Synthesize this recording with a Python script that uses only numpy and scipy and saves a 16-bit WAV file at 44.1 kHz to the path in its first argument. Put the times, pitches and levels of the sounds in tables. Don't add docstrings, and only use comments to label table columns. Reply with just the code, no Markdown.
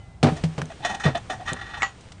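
import sys
import numpy as np
from scipy import signal
from scipy.fft import rfft, irfft
from scipy.io import wavfile

SR = 44100
rng = np.random.default_rng(int(sys.argv[2]) if len(sys.argv) > 2 else 0)


def put_to_file(sound):
    columns = np.atleast_2d(sound).T
    safe = np.clip(columns, -1, 1)
    whole_steps = np.round(safe * 32767)
    wavfile.write(sys.argv[1], SR, whole_steps.astype(np.int16))


N = 97020
T = np.arange(N) / SR
IMPACT_RISE_S = .0003

# t/s, boom level/dB, boom f/Hz, initial pitch excess/fraction of f, swell/s,
# boom t60/s, wall level/dB, crack level/dB, rattle level/dB, rattle hold/s
VESSEL_KNOCKS = [(0.2295, -8.5, 143.5, 0.066, 0.0064, 0.19, -10, -16.5, -21, 0.057),
                 (.317, -15.5, 153, 0.037, 0.0083, 0.1, -69, -45, -74, 0.015),
                 (0.4376, -12.5, 159.5, 0.033, 0.0038, 0.23, -34.5, -25.5, -39, 0.016),
                 (0.5802, -21, 125, 0.22, 0.0023, 0.15, -35, -31.5, -32, 0.014),
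                 (.6175, -23, 156.7, 0.013, 0.0083, 0.17, -37, -51, -45.5, 0.016),
                 (1.053, -10, 127.3, 0.44, 0.0085, 0.17, -29.5, -31, -21.5, 0.028),
                 (1.517, -26, 155, 0.079, 0.0029, 0.068, -37.5, -58, -36, 0.023)]
# f/Hz, level/dB, t60/s
WALL_MODES = [(84, -18.5, 0.36), (166, -17, 0.2), (243.2, 4, 0.21), (312.2, -7, 0.28), (429.2, -7.5, 0.29),
              (494, -25, 0.05), (581, -9, 0.26), (655, -6, .18), (766, -3, 0.24), (848, -11.5, 0.19),
              (1245, -19, 0.25), (1770, -34.5, 0.12)]
# f/Hz, level/dB
CRACK_SPECTRUM = [(150, -21), (500, 8.5), (1000, -5.5), (2000, -7.5), (3500, -7), (6000, -12.5),
                  (9500, -20.5)]
RATTLE_SPECTRUM = [(50, -13), (100, 8), (200, -2.5), (480, 3.5), (800, -2), (1300, -10), (2500, -17),
                   (5000, -25.5), (9500, -42.5)]


def knocks():
    sag_s, wall_swell_s = 0.02, 0.017
    tick_hz, tick_over_crack_db, tick_t60 = 2800, 8.5, 0.0019
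    crack = colour(grit(), CRACK_SPECTRUM)
    rattle = colour(grit(), RATTLE_SPECTRUM)
    out = 0
    for start, boom_db, hz, excess, swell, t60, wall_db, crack_db, rattle_db, hold in VESSEL_KNOCKS:
        age = np.maximum(T - start, 0)
        phase = 2 * np.pi * hz * (age + excess * sag_s * (1 - np.exp(-age / sag_s)))
        boom = np.sin(phase) + from_db(-13) * np.sin(0.606 * phase)
        out += from_db(boom_db) * boom * envelope(start, swell, t60)
        out += from_db(wall_db) * struck(WALL_MODES, start) * (1 - np.exp(-age / wall_swell_s))
        out += struck([(tick_hz, crack_db + tick_over_crack_db, tick_t60)], start)
        out += from_db(crack_db) * crack * envelope(start, IMPACT_RISE_S, t60=0.078)
        out += from_db(rattle_db) * rattle * envelope(start, rise=0.0017, t60=.11, hold=hold)
    return out


# peak t/s, rise/s, t60/s, hollow f/Hz, then level/dB of hollow, middle, treble and top
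LADLE_STROKES = [(0.369, 0.0061, 0.11, 685, -37, -43, -43, -45.5),
                 (.704, 0.0064, 0.088, 677, -35.5, -45.5, -48.5, -56),
                 (0.719, 0.0055, 0.053, 740, -42.5, -45.5, -50, -57),
                 (.808, 0.0074, 0.089, 673, -41, -56, -56, -73),
                 (0.843, 0.023, 0.17, 810, -35.5, -40, -40, -54),
                 (0.8492, 0.001, .14, 720, -21.5, -23, -26.5, -32),
                 (0.901, 0.011, 0.31, 793, -28, -32.5, -38, -45),
                 (0.951, 0.0067, 0.029, 735, -30, -41, -33.5, -38.5),
                 (0.9994, 0.0012, 0.2, 810, -47, -32, -40.5, -43),
                 (1.042, 0.0075, .22, 755, -29, -30, -29, -41.5),
                 (1.061, 0.015, 0.15, 755, -46, -26.5, -45, -56),
                 (1.154, 0.0069, 0.096, 708, -20, -30, -30, -48),
                 (1.179, 0.0091, 0.029, 720, -58, -41, -54, -44.5),
                 (1.302, 0.006, 0.16, 721, -26, -29, -32.5, -40.5),
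                 (1.332, 0.011, .12, 760, -36.5, -42.5, -70, -53),
                 (1.412, 0.021, 0.13, 733, -34, -47, -51, -71),
                 (1.466, 0.014, 0.12, 838, -40.5, -38, -44.5, -47.5),
                 (1.486, 0.015, 0.2, 790, -37, -25.5, -32, -43),
                 (1.57, 0.012, 0.085, 790, -47.5, -37, -48, -58),
                 (1.597, 0.012, 0.11, 777, -47.5, -38.5, -46, -56),
                 (1.614, 0.0027, 0.22, 800, -41.5, -35.5, -41, -56),
                 (1.667, 0.013, 0.29, 787, -64, -41, -49.5, -60),
                 (1.713, 0.028, 0.23, 810, -46.5, -46, -48, -60),
                 (1.745, 0.012, 0.19, 790, -44, -33.5, -40, -58),
                 (1.779, 0.012, 0.083, 810, -37, -50, -44, -51.5),
                 (1.815, 0.024, 0.23, 800, -79, -35, -53, -50)]
# f/Hz, level/dB, t60/s
METAL_MODES = [(1179, -3, 0.065), (1385, -3.5, 0.024), (1734, 1.5, 0.036), (1861, 2, 0.053),
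               (1885, 1, 0.079), (2544, -5, 0.013), (3036, -6, 0.06), (3530, -6, 0.048), (3610, -5, 0.023),
               (4057, -8.5, 0.018), (5160, -12.5, 0.012), (5820, -8.5, 0.012), (6240, -8, 0.009),
               (6740, -10, 0.018), (8875, -26, .02)]
# f/Hz, level/dB
DENSE_MODE_SPECTRUM = [(700, -7.5), (1000, -8.5), (1200, 10), (1550, 10.5), (1800, -2), (2150, -5),
                       (2550, 2), (2800, -2), (3050, -4.5), (3280, -1.5), (3550, 3), (3850, -3.5),
                       (4100, -3.5), (4650, -10.5), (6200, -9.5), (7600, -8), (8900, -4.5), (9600, -27)]
RUBBING_SPECTRUM = [(80, -12), (180, 0), (300, -4.5), (600, -12), (900, -8.5), (1400, -33)]
# lower f/Hz, upper f/Hz
METAL_BANDS = [(950, 2400), (2400, 4800), (4800, 10000)]


def scrapes():
    slips = grit()
    modes = sum(from_db(db) * rubbed(slips, hz, width_hz=np.log(1000) / (np.pi * t60))
                for hz, db, t60 in METAL_MODES)
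    metal = rms_one(modes) + from_db(-7) * colour(grit(), DENSE_MODE_SPECTRUM)
    metal_bands = [rms_one(band(metal, low, high)) for low, high in METAL_BANDS]
    rubbing = from_db(-10.5) * colour(grit(), RUBBING_SPECTRUM)
    out = 0
    for peak, rise, t60, hollow_hz, *levels_db in LADLE_STROKES:
        hollow = rubbed(slips, hollow_hz, width_hz=80.5) + rubbing
        pressure = envelope(peak - rise, rise, t60)
        for part, db in zip([hollow] + metal_bands, levels_db):
            out += from_db(db) * unit_energy(part * pressure) * np.linalg.norm(pressure)
    return out


# t/s, ring level/dB, frequency ratio, decay time ratio, clash level/dB, clash t60/s
LADLE_CONTACTS = [(1.8206, -17, 1.14, .28, -23, 0.045), (1.8294, -17, 1, 0.91, -26, 0.18)]
# f/Hz, level/dB, t60/s
LADLE_MODES = [(787, -8.5, 0.18), (934, -13.5, 0.095), (1135, -3, 0.075), (1280, -7, 0.059),
               (1490, -29, .09), (1694, -9.5, 0.08), (1937, 2, 0.13), (2120, -20, 0.048), (2560, -26, 0.23),
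               (3090, -10, 0.042), (4420, -26, 0.21), (6160, -23.5, .05), (6790, -18, 0.2)]
# f/Hz, level/dB
CLASH_SPECTRUM = [(300, -14), (700, -4), (1200, 3.5), (1700, -3.5), (2250, -6), (2800, -1), (5000, -18),
                  (6300, -14.5), (7300, -12), (8500, -40)]


def clinks():
    clash = colour(grit(), CLASH_SPECTRUM)
    out = 0
    for start, ring_db, hz_ratio, t60_ratio, clash_db, clash_t60 in LADLE_CONTACTS:
        modes = [(hz * hz_ratio, db + ring_db, t60 * t60_ratio) for hz, db, t60 in LADLE_MODES]
        out += struck(modes, start)
        out += from_db(clash_db) * clash * envelope(start, IMPACT_RISE_S, clash_t60)
    return out


# t/s, level/dB, t60/s, centre f/Hz, bandwidth/octaves
FIRE_SNAPS = [(0.6169, -24, 0.022, 1440, 0.79), (0.617, -47, 0.028, 5500, 1.0),
              (0.6556, -38, 0.011, 5500, 1.2), (1.5321, -23, 0.0044, 3500, 0.6),
              (1.5321, -22, 0.011, 7200, 0.2), (2.009, -46.5, 0.033, 3500, 1.3),
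              (2.087, -47, 0.015, 2500, 1.2), (2.1199, -38, 0.034, 1850, 2.9),
              (2.1815, -51, .03, 2010, 0.42)]


def fire_snaps():
    out = 0
    for start, db, t60, hz, octaves in FIRE_SNAPS:
        edge_ratio = 2 ** (octaves / 2)
        burst = rms_one(band(rng.standard_normal(N), hz / edge_ratio, hz * edge_ratio, order=1))
        tick = struck([(hz, 2.5, 3.4 / hz)], start)
        out += from_db(db) * (burst * envelope(start, IMPACT_RISE_S, t60) + tick)
    return out


# t/s, level/dB
HISS_LEVELS = [(0, -56), (.225, -61), (.26, -37.5), (.37, -41), (.5, -46), (.76, -46.5), (1.25, -47),
               (1.9, -50.5), (2.05, -48.5), (2.2, -53.5)]
# f/Hz, level/dB
HISS_SPECTRUM = [(150, 8), (300, 4.5), (900, -2.5), (1600, -5.5), (3200, -7.5), (5000, -12.5), (9500, -17)]
RUMBLE_SPECTRUM = [(20, -24.5), (45, -0.5), (70, 3), (120, 0.5), (180, -7), (260, -18.5), (500, -22),
                   (780, -19), (1100, -29), (3000, -43.5)]
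WAVER_SPECTRUM = [(1, 17), (8, -4), (20, -23.5), (50, -30), (200, -85.5)]


def fire_noise():
    hiss_db = np.interp(T, *np.transpose(HISS_LEVELS))
    hiss = colour(rng.standard_normal(N) + 0.36 * grit(), HISS_SPECTRUM)
    rumble_db = -44.5 + 3 * colour(rng.standard_normal(N), WAVER_SPECTRUM)
    rumble = colour(rng.standard_normal(N), RUMBLE_SPECTRUM)
    return from_db(hiss_db) * hiss + from_db(rumble_db) * rumble


# f/Hz, level/dB, t60/s
FAINT_MODES = [(790, -59, 1.2), (1380, -61.5, 0.99), (2030, -59, 3.1), (3000, -56, 0.18)]


def faint_ring():
    return struck(FAINT_MODES, 0) * envelope(0, rise=.002, t60=.1, hold=0.15)


def struck(modes, start):
    age = np.maximum(T - start, 0)
    return sum((-1) ** k * from_db(db - 60 * age / t60) * np.sin(2 * np.pi * hz * age)
               for k, (hz, db, t60) in enumerate(modes))


def rubbed(slips, hz, width_hz, steadiness=0.45):
    resonance = band(slips, hz - width_hz / 2, hz + width_hz / 2, order=1)
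    analytic = signal.hilbert(band(resonance, hz - 2 * width_hz, hz + 2 * width_hz, order=1))
    return rms_one(analytic.real / (np.abs(analytic) + 1e-9) ** steadiness)


def grit(slips_per_s=5000, spread_db=2):
    sizes = from_db(spread_db * np.minimum(rng.exponential(1, N), 4))
    signs = rng.choice([-1, 1], N)
    return rms_one(sizes * signs * (rng.random(N) < slips_per_s / SR))


def envelope(start, rise, t60, hold=0):
    decay_db = -60 * np.clip((T - start - rise - hold) / t60, 0, 4)
    return np.clip((T - start) / rise, 0, 1) * from_db(decay_db)


def colour(x, spectrum):
    hz, db = np.transpose(spectrum)
    bins_hz = np.maximum(np.arange(N // 2 + 1) * SR / N, 1)
    gain = from_db(np.interp(np.log(bins_hz), np.log(hz), db))
    return rms_one(irfft(rfft(x) * gain, N))


def band(x, low_hz, high_hz, order=3):
    edges_hz = [max(low_hz, 20), min(high_hz, .45 * SR)]
    return signal.sosfilt(signal.butter(order, edges_hz, "band", fs=SR, output="sos"), x)


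def from_db(db):
    return 10 ** (np.asarray(db) / 20)


def rms_one(x):
    return x / np.sqrt(np.mean(x ** 2) + 1e-20)


def unit_energy(x):
    return x / np.sqrt(np.sum(x ** 2) + 1e-20)


def scene():
    return (knocks() + scrapes() + clinks() + fire_snaps() + fire_noise() + faint_ring())[None]


def record(dry):
    cutoff_hz = 9500
    return signal.sosfilt(signal.ellip(12, .3, 80, cutoff_hz, fs=SR, output="sos"), dry)


dry = scene()
out = record(dry)
put_to_file(out)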